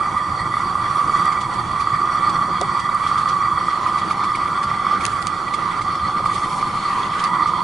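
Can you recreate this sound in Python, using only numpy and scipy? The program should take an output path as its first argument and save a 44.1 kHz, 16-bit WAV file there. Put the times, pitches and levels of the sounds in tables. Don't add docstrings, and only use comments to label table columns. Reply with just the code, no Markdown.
import sys
import numpy as np
from scipy import signal
from scipy.fft import rfft, irfft, next_fast_len
from scipy.io import wavfile
from scipy.ndimage import uniform_filter1d, map_coordinates

SR = 44100
rng = np.random.default_rng(int(sys.argv[2]) if len(sys.argv) > 2 else 0)


def natural_amplitude(level_db):
    exponent = np.asarray(level_db, float) / 20
    return 10 ** exponent


def transcribe(signal):
    frames = np.atleast_2d(signal).T
    limited = np.clip(frames, -1, 1)
    pcm = np.round(limited * 32767).astype(np.int16)
    wavfile.write(sys.argv[1], SR, pcm)


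N = 336483

# (time [s], peak level [dB])
IGNITIONS = [(0.755, -0.5), (1.377, -7), (2.892, -1), (3.685, 1), (3.775, -4.5), (4.111, 1), (4.868, 1.5),
             (0.5405, 0), (0.5701, -1.5), (1.0966, 2), (1.873, 1), (3.0654, 0.5), (3.1148, 0), (3.2595, 1),
             (3.8638, 2), (3.896, -2), (3.9591, 1), (4.3199, -1), (4.4024, -4), (4.715, 0.5), (5.366, -7.5),
             (5.587, -5.5), (5.7929, -4), (6.2605, 2.5), (6.6284, 0.5), (7.4073, -0.5), (7.4598, 1.5),
             (7.5058, -6), (7.5372, 1)]


def unit(x):
    return x / np.sqrt(np.mean(x ** 2) + 1e-20)


def along(points, hz):
    f, v = np.transpose(points)
    return np.interp(np.log(hz + 1), np.log(f + 1), v)


def curves(rows):
    s, *cols = np.transpose(rows)
    return [np.interp(np.arange(N) / SR, s, c) for c in cols]


def wobble(rate):
    return map_coordinates(rng.standard_normal(1000), [np.arange(N) * rate / SR])


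def filtered(x, response):
    m = next_fast_len(N + SR // 8)
    return irfft(rfft(x, m) * response(np.fft.rfftfreq(m, 1 / SR)), m)[..., :N]


def resonant(modes, steep):
    def gain(f):
        power = 0
        for center, width, db in modes:
            detuning = (center * center - f * f) / (width * f + 1)
            power = power + natural_amplitude(2 * db) * (1 + detuning ** 2) ** -steep
        return np.sqrt(power)
    return gain


def shaped(points):
    return lambda hz: natural_amplitude(along(points, hz))


def rush(gain, patchy_db, apart=1):
    # (frequency [Hz], correlation [0-1])
    alike = [(25, 1), (70, 0.97), (250, 0.92), (560, 0.68), (1190, 0.95), (2500, 0.58), (5300, 0.74),
             (11000, 0.72)]
    z = signal.stft(rng.standard_normal((2, N)), nperseg=512)[2]
    field = uniform_filter1d(rng.standard_normal(z.shape[1:]), size=5, axis=0)
    field = uniform_filter1d(field, size=8, axis=1)
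    pair = signal.istft(z * natural_amplitude(patchy_db * unit(field)), nperseg=512)[1][:, :N]

    def mid_side_gain(hz):
        turn = apart * np.arccos(np.clip(along(alike, hz), -1, 1)) / 2
        return gain(hz) * [np.cos(turn), np.sin(turn)]

    mid, side = filtered(pair, mid_side_gain)
    return unit(np.array([mid + side, mid - side]))


def panned(x, db):
    return x * natural_amplitude(np.array([db / 2, -db / 2]))


def leaning(x):
    # (frequency [Hz], level difference [dB])
    lean = [(50, 0.7), (250, -1.7), (600, -1), (2500, -2.6), (5000, -2.5), (10000, -.8)]
    return filtered(x, lambda hz: panned(0.99, along(lean, hz)))


def add(track, s, sound):
    start = round(s * SR)
    part = track[..., start:start + sound.shape[-1]]
    part += sound[..., :part.shape[-1]]


def flame():
    # (time [s], strength [dB], depth in the drum [dB], left over right [dB])
    course = [(0, -20, 1, -3.5), (.45, -23, 0.5, -4.5), (1.15, -19, -3, -4), (1.52, -24, 1.5, -5),
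              (1.85, -21, -3, -4.4), (2.45, -20, -3, -4), (2.75, -23.5, 1.5, -4.3), (3.2, -19.5, -2.5, -4),
              (3.9, -21.5, 1.5, -3.5), (4.4, -23.5, 0.5, -1.5), (4.9, -20, -14.5, -4),
              (5.25, -24.5, -11, -7), (5.7, -23.5, -3, -6), (6.0, -21.5, -5, -2.5), (6.3, -23.5, 0.5, -3),
              (6.85, -25.5, 1.5, -0.5), (7.25, -20, 3, -2.5), (7.63, -25, 5.5, -8)]
    # (time [s], share [0-1])
    sag = [
        (0, 0.08),
        (3.5, 0.04),
        (3.8, 0.62),
        (4.2, 0.4),
        (4.6, 0.42),
        (5.2, 0.3),
        (5.6, 0.38),
        (6.3, 0.38),
        (6.6, 1),
        (7.63, 0.43),
    ]
    # (frequency [Hz], width [Hz], level [dB])
    tube = [(1181, 90, 13), (1110, 47, -1.5), (1440, 40, -41.5)]
    # (frequency [Hz], width [Hz], level [dB])
    drum_modes = [(1022, 205, 5.5), (800, 160, -12)]
    # (frequency [Hz], width [Hz], level [dB])
    skirt_modes = [(1370, 67, 0)]
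    # (frequency [Hz], width [Hz], level [dB])
    overtones = [(1782, 55, -3), (1961, 116, 4), (2250, 234, -6), (3346, 265, -7), (3794, 110, -15.5),
                 (4330, 60, -7), (4290, 65, -3.5), (4590, 270, -7.5), (5713, 246, -15.5),
                 (6950, 180, -21.5), (7830, 260, -21.5), (8430, 250, -20), (10540, 78, -19)]
    # (frequency [Hz], width [Hz], level [dB])
    lowered = [(2002, 163, 3), (2220, 370, -3.5), (3340, 670, -6.5), (3630, 68, -22), (4360, 430, -5),
               (5360, 520, -15), (6170, 110, -20)]
    # (frequency [Hz], density [dB per Hz])
    deep_points = [(12, -48), (20, -24.5), (80, 0.5), (114, 3), (150, -2), (200, -11.5), (330, -120)]
    # (frequency [Hz], density [dB per Hz])
    body_points = [(65, -12), (110, -7.5), (182, 1.5), (258, -8), (339, -3), (401, -10), (445, -15),
                   (486, -9.5), (709, -11), (750, -4), (980, -4), (1650, -120)]

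    strength_db, depth_db, pan_db = curves(course)
    flicker = 0.5 * wobble(18) + 1.2 * wobble(40)
    surge = 1 * wobble(8)
    turn = np.pi / 2 * np.clip(curves(sag)[0] + 0.12 * wobble(4.5), 0, 1)

    tone_db = strength_db + surge + flicker + lull()
    tone = natural_amplitude(tone_db) * rush(resonant(tube, steep=1.697), patchy_db=0.4, apart=0.89)

    drum_db = -31.5 + depth_db + 3.0 * wobble(12) + 0.14 * flicker
    drum = natural_amplitude(drum_db) * rush(resonant(drum_modes, steep=3.4), patchy_db=-0.4)
    skirt_db = -38.5 - 0.6 * depth_db + 1.25 * wobble(7.5) + 1.7 * flicker
    skirt = natural_amplitude(skirt_db) * rush(resonant(skirt_modes, steep=1.1), patchy_db=3.5)

    high = rush(resonant(overtones, steep=2.3), patchy_db=2.8, apart=0.75)
    low = rush(resonant(lowered, steep=2.3), patchy_db=2.8, apart=0.75)
    beading = 0.9 * flicker + 1.1 * wobble(16)
    over_db = -35 + 0.26 * (strength_db - strength_db.mean() + surge) + 0.27 * wobble(9.9)
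    over = natural_amplitude(over_db + beading) * (np.cos(turn) * high + np.sin(turn) * low)

    deep_db = -36.5 - 0.65 * np.arange(N) / SR + 0.7 * wobble(6)
    deep = natural_amplitude(deep_db) * rush(shaped(deep_points), patchy_db=2.8)
    body_db = -32.5 + 0.9 * wobble(4) + 0.4 * flicker
    body = natural_amplitude(body_db) * rush(shaped(body_points), patchy_db=1.6)
    return panned(tone, pan_db) + panned(drum + skirt, np.array([[-3.3]])[0]) + leaning(over + deep + body)


def lull():
    t = np.arange(N) / SR
    return sum(-9.5 * np.exp(-((t - s - 0.001) / 0.0081) ** 2) for s, db in IGNITIONS)


def puffs():
    out, t = np.zeros(N), np.arange(SR // 20) / SR
    chance = rng.standard_normal((len(IGNITIONS), 2))
    for (s, db), (detune, phase) in zip(IGNITIONS, chance):
        shape = (1 - np.exp(-t / 0.0041)) * natural_amplitude(-60 * t / 0.027)
        hz = 1190 + 14 * detune
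        add(out, s - 0.002, natural_amplitude(db + 2.5) * shape * np.sin(2 * np.pi * hz * t + 3 * phase))
    return panned(np.array([out, out]), np.full(N, -3.8))


def spoon():
    # (time [s], peak level [dB], ring [Hz], rasp re peak [dB])
    taps = [(0.175, -23, 2260, -13), (2.893, -26, 3770, -16), (1.3204, -13.5, 2150, -17.5),
            (1.4082, -20.5, 3350, -10), (1.5364, -33, 2370, -1), (3.7095, -30, 2390, -19),
            (1.8013, -17.5, 2340, -13), (2.2934, -29, 2340, 1.5), (2.795, -25.5, 2200, -3),
            (3.0696, -17.5, 3300, -13.5), (3.1774, -17.5, 3320, -12.5), (3.287, -23.5, 3500, -4),
            (3.8661, -20, 2440, -15), (3.9809, -17, 2280, -13), (4.1044, -13.5, 2240, -16),
            (4.2373, -16.5, 2250, -14), (4.351, -8, 2220, -21), (4.4772, -16.5, 2220, -23.5),
            (4.6305, -20, 2250, -6.5), (5.008, -12, 2260, -18.5), (5.4809, -16, 2280, -22),
            (5.5383, -11.5, 2170, -14), (5.8144, -14.5, 2130, -16), (5.9514, -21.5, 2130, -14),
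            (6.2562, -15.5, 2220, -15), (6.336, -19, 2220, -10), (6.61, -16, 2240, -18),
            (7.03, -15, 3340, -26), (7.1944, -17, 3170, -13), (7.4704, -27, 2160, -4.5)]
    # (time [s], peak level [dB], strongest pitch [Hz])
    knocks = [
        (2.478, -33, 484),
        (2.613, -19.5, 750),
        (6.199, -30, 608),
    ]
    # (frequency [Hz], level [dB], decay by 60 dB [s])
    pan_wall = [(402, 12.5, 0.1), (573, 14.5, 0.042), (707, 17, 0.029)]
    out, t = np.zeros((2, N)), np.arange(4096) / SR
    hz_grid = np.fft.rfftfreq(4096, 1 / SR)

    for s, db, hz, rasp_db in taps:
        pair = np.sin(2 * np.pi * hz * t) + 0.43 * np.sin(2 * np.pi * 1.055 * hz * t)
        add(out, s, natural_amplitude(db - 5.0 - 60 * t / 0.031) * (1 - np.exp(-t / 0.0016)) * pair)
        rise = 0.013 * natural_amplitude(rng.normal(0, 2))
        swell = (t / rise) ** 2 * np.exp(2 - 2 * t / rise)
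        grit = rng.standard_normal(len(t)) + 0.86 * rng.standard_normal((2, len(t)))
        modes = [(3000, 3600, -1.5), (3330, 450, 5), (4500, 550, 4)]
        modes += [(c, 800, -4) for c in rng.uniform(5000, 10500, size=3)]
        rasp = irfft(rfft(swell * grit) * resonant(modes, steep=1.2)(hz_grid))
        add(out, s - rise / 2, natural_amplitude(db + rasp_db - 4.0) * rasp)

    for s, db, hz in knocks:
        wall = np.zeros(len(t))
        for f, mode_db, t60 in pan_wall:
            struck_db = mode_db - 15.0 * abs(np.log(hz / f))
            wall += natural_amplitude(struck_db - 60 * t / t60) * np.sin(2 * np.pi * f * t)
        add(out, s, natural_amplitude(db - 4.0) * (1 - np.exp(-t / 0.0021)) * wall)
    return leaning(out)


def snaps():
    # (time [s], peak level [dB], low part re peak [dB], left over right [dB], brightest [Hz])
    cracks = [(1.256, -19, -10, -4, 8700), (1.715, -24, -14, 0, 10300), (2.613, -10.5, -8.5, 0, 5800),
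              (2.9472, -17, -21, -4, 9100), (5.0389, -23, -5, -2, 9780), (5.0525, -9.5, -4, 9.5, 10000),
              (5.0641, -13, -2.5, -6, 9700), (5.2196, -24, -11, -7, 8840), (5.225, -22.5, -8.5, 19, 7810),
              (5.2615, -35, -6, 2, 8440), (5.2695, -16, 1, 2, 9050), (5.277, -27, 0, -5, 7220),
              (5.8152, -42, -1, 2, 8790), (7.24, -17, -2, -4, 5300), (7.2465, -20, -10, -1.5, 6200)]
    out, t = np.zeros((2, N)), np.arange(-128, 1920) / SR
    hz = np.fft.rfftfreq(2048, 1 / SR)
    decay = natural_amplitude(-60 * t / 0.007) + natural_amplitude(-26 - 60 * t / 0.08)
    shape = decay * np.clip(t / 0.0006, 0, 1)
    for s, db, low_db, pan_db, bright_hz in cracks:
        common = rng.standard_normal((2, 1, len(t)))
        crack = rfft(shape * (common + 0.45 * rng.standard_normal((2, 2, len(t)))))
        bright_modes = [(bright_hz, 1800, 0), (1.05 * bright_hz, 4500, -14)]
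        bright = crack[0] * resonant(bright_modes, steep=1.4)(hz)
        dull = natural_amplitude(low_db + 10.5) * crack[1] * resonant([(3000, 3600, 0)], steep=1.2)(hz)
        gain = natural_amplitude(db + 3.0) * panned(0.81, np.array([pan_db]))
        add(out, s + t[0], gain * irfft(bright + dull))
    return out


def jet_and_strokes():
    # (time [s], length [s], scrape level [dB], sizzle level [dB])
    strokes = [(0, 0.36, -56, -70), (0.56, 0.38, -54, -62), (0.903, 0.34, -50.5, -49.5),
               (1.507, 0.59, -53, -67), (3.0, 0.35, -50, -53), (3.71, 0.39, -48.5, -54),
               (4.38, 0.056, -57, -69), (5.034, .1, -47, -46.5), (5.162, 0.095, -65, -51),
               (5.533, .25, -48, -69), (6.33, 0.12, -50, -45), (6.502, 0.084, -51, -44),
               (6.66, 0.18, -49, -48.5), (6.9, 0.16, -42.5, -49), (7.143, 0.051, -41.5, -50),
               (7.201, 0.056, -43, -47.5), (7.46, 0.046, -68, -69)]
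    # (frequency [Hz], density [dB per Hz])
    jet_points = [(2500, -41), (4000, -9), (4700, -3), (5020, 4), (5400, 5.5), (6500, 9), (7500, 7.5),
                  (10000, 8), (11000, 4.5), (12000, -28)]
    # (frequency [Hz], density [dB per Hz])
    scrape_points = [(1200, -36), (1700, 3.5), (2750, -2), (4000, -4.5), (5000, -14.5), (7000, -18),
                     (12000, -45)]
    # (frequency [Hz], width [Hz], level [dB])
    pan_floor = [(432, 140, -1.5), (1460, 180, -0.5)]
    s, length, scrape_db, sizzle_db = np.transpose(strokes)[:, :, None]
    rise_s, fall_s = 0.039, 0.036
    t = np.arange(N) / SR - s
    power = np.clip(1 + t / rise_s, 0, 1) * np.clip(1 + (length - t) / fall_s, 0, 1)
    fizz = np.sqrt(natural_amplitude(2 * -51) + np.sum(natural_amplitude(2 * sizzle_db) * power, axis=0))
    drag = np.sqrt(natural_amplitude(2 * -56.5) + np.sum(natural_amplitude(2 * scrape_db) * power, axis=0))
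    sway = 0.48 * wobble(12) + 0.26 * wobble(8.5)
    hiss_db = 1.2 + 0.7 * sway + 0.5 * wobble(45)
    hiss = fizz * natural_amplitude(hiss_db) * rush(shaped(jet_points), patchy_db=2)
    scrape = drag * natural_amplitude(1.1 * sway) * rush(shaped(scrape_points), patchy_db=1.6, apart=1.2)
    groan = drag * rush(resonant(pan_floor, steep=1.7), patchy_db=3.0)
    return leaning(natural_amplitude(-1.0) * hiss + natural_amplitude(6.0) * scrape + natural_amplitude(3.5) * groan)


def shadowed(x):
    # (frequency [Hz], width [Hz], depth [dB])
    shadows = [(918, 8.3, 3.5), (1048, 13, -0.5), (1960, 30, -1), (2080, 14, 10), (3800, 40, 3),
               (4310, 26, 16), (4960, 58, -2)]

    def dips(hz):
        return natural_amplitude(-sum(db * np.exp(-((hz - c) / w) ** 2) for c, w, db in shadows))

    return filtered(x, dips)


def scene():
    return shadowed(flame() + jet_and_strokes()) + puffs() + spoon() + snaps()


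def top_cut(x):
    return signal.sosfilt(signal.butter(12, 11770, fs=SR, output="sos"), x)


def record(dry):
    def edge(hz):
        return np.where(hz < 11025, 1, natural_amplitude(-30 - 0.018 * (hz - 11025)))

    mix = filtered(dry, edge)
    return top_cut(mix)


dry = scene()
out = record(dry)
transcribe(out)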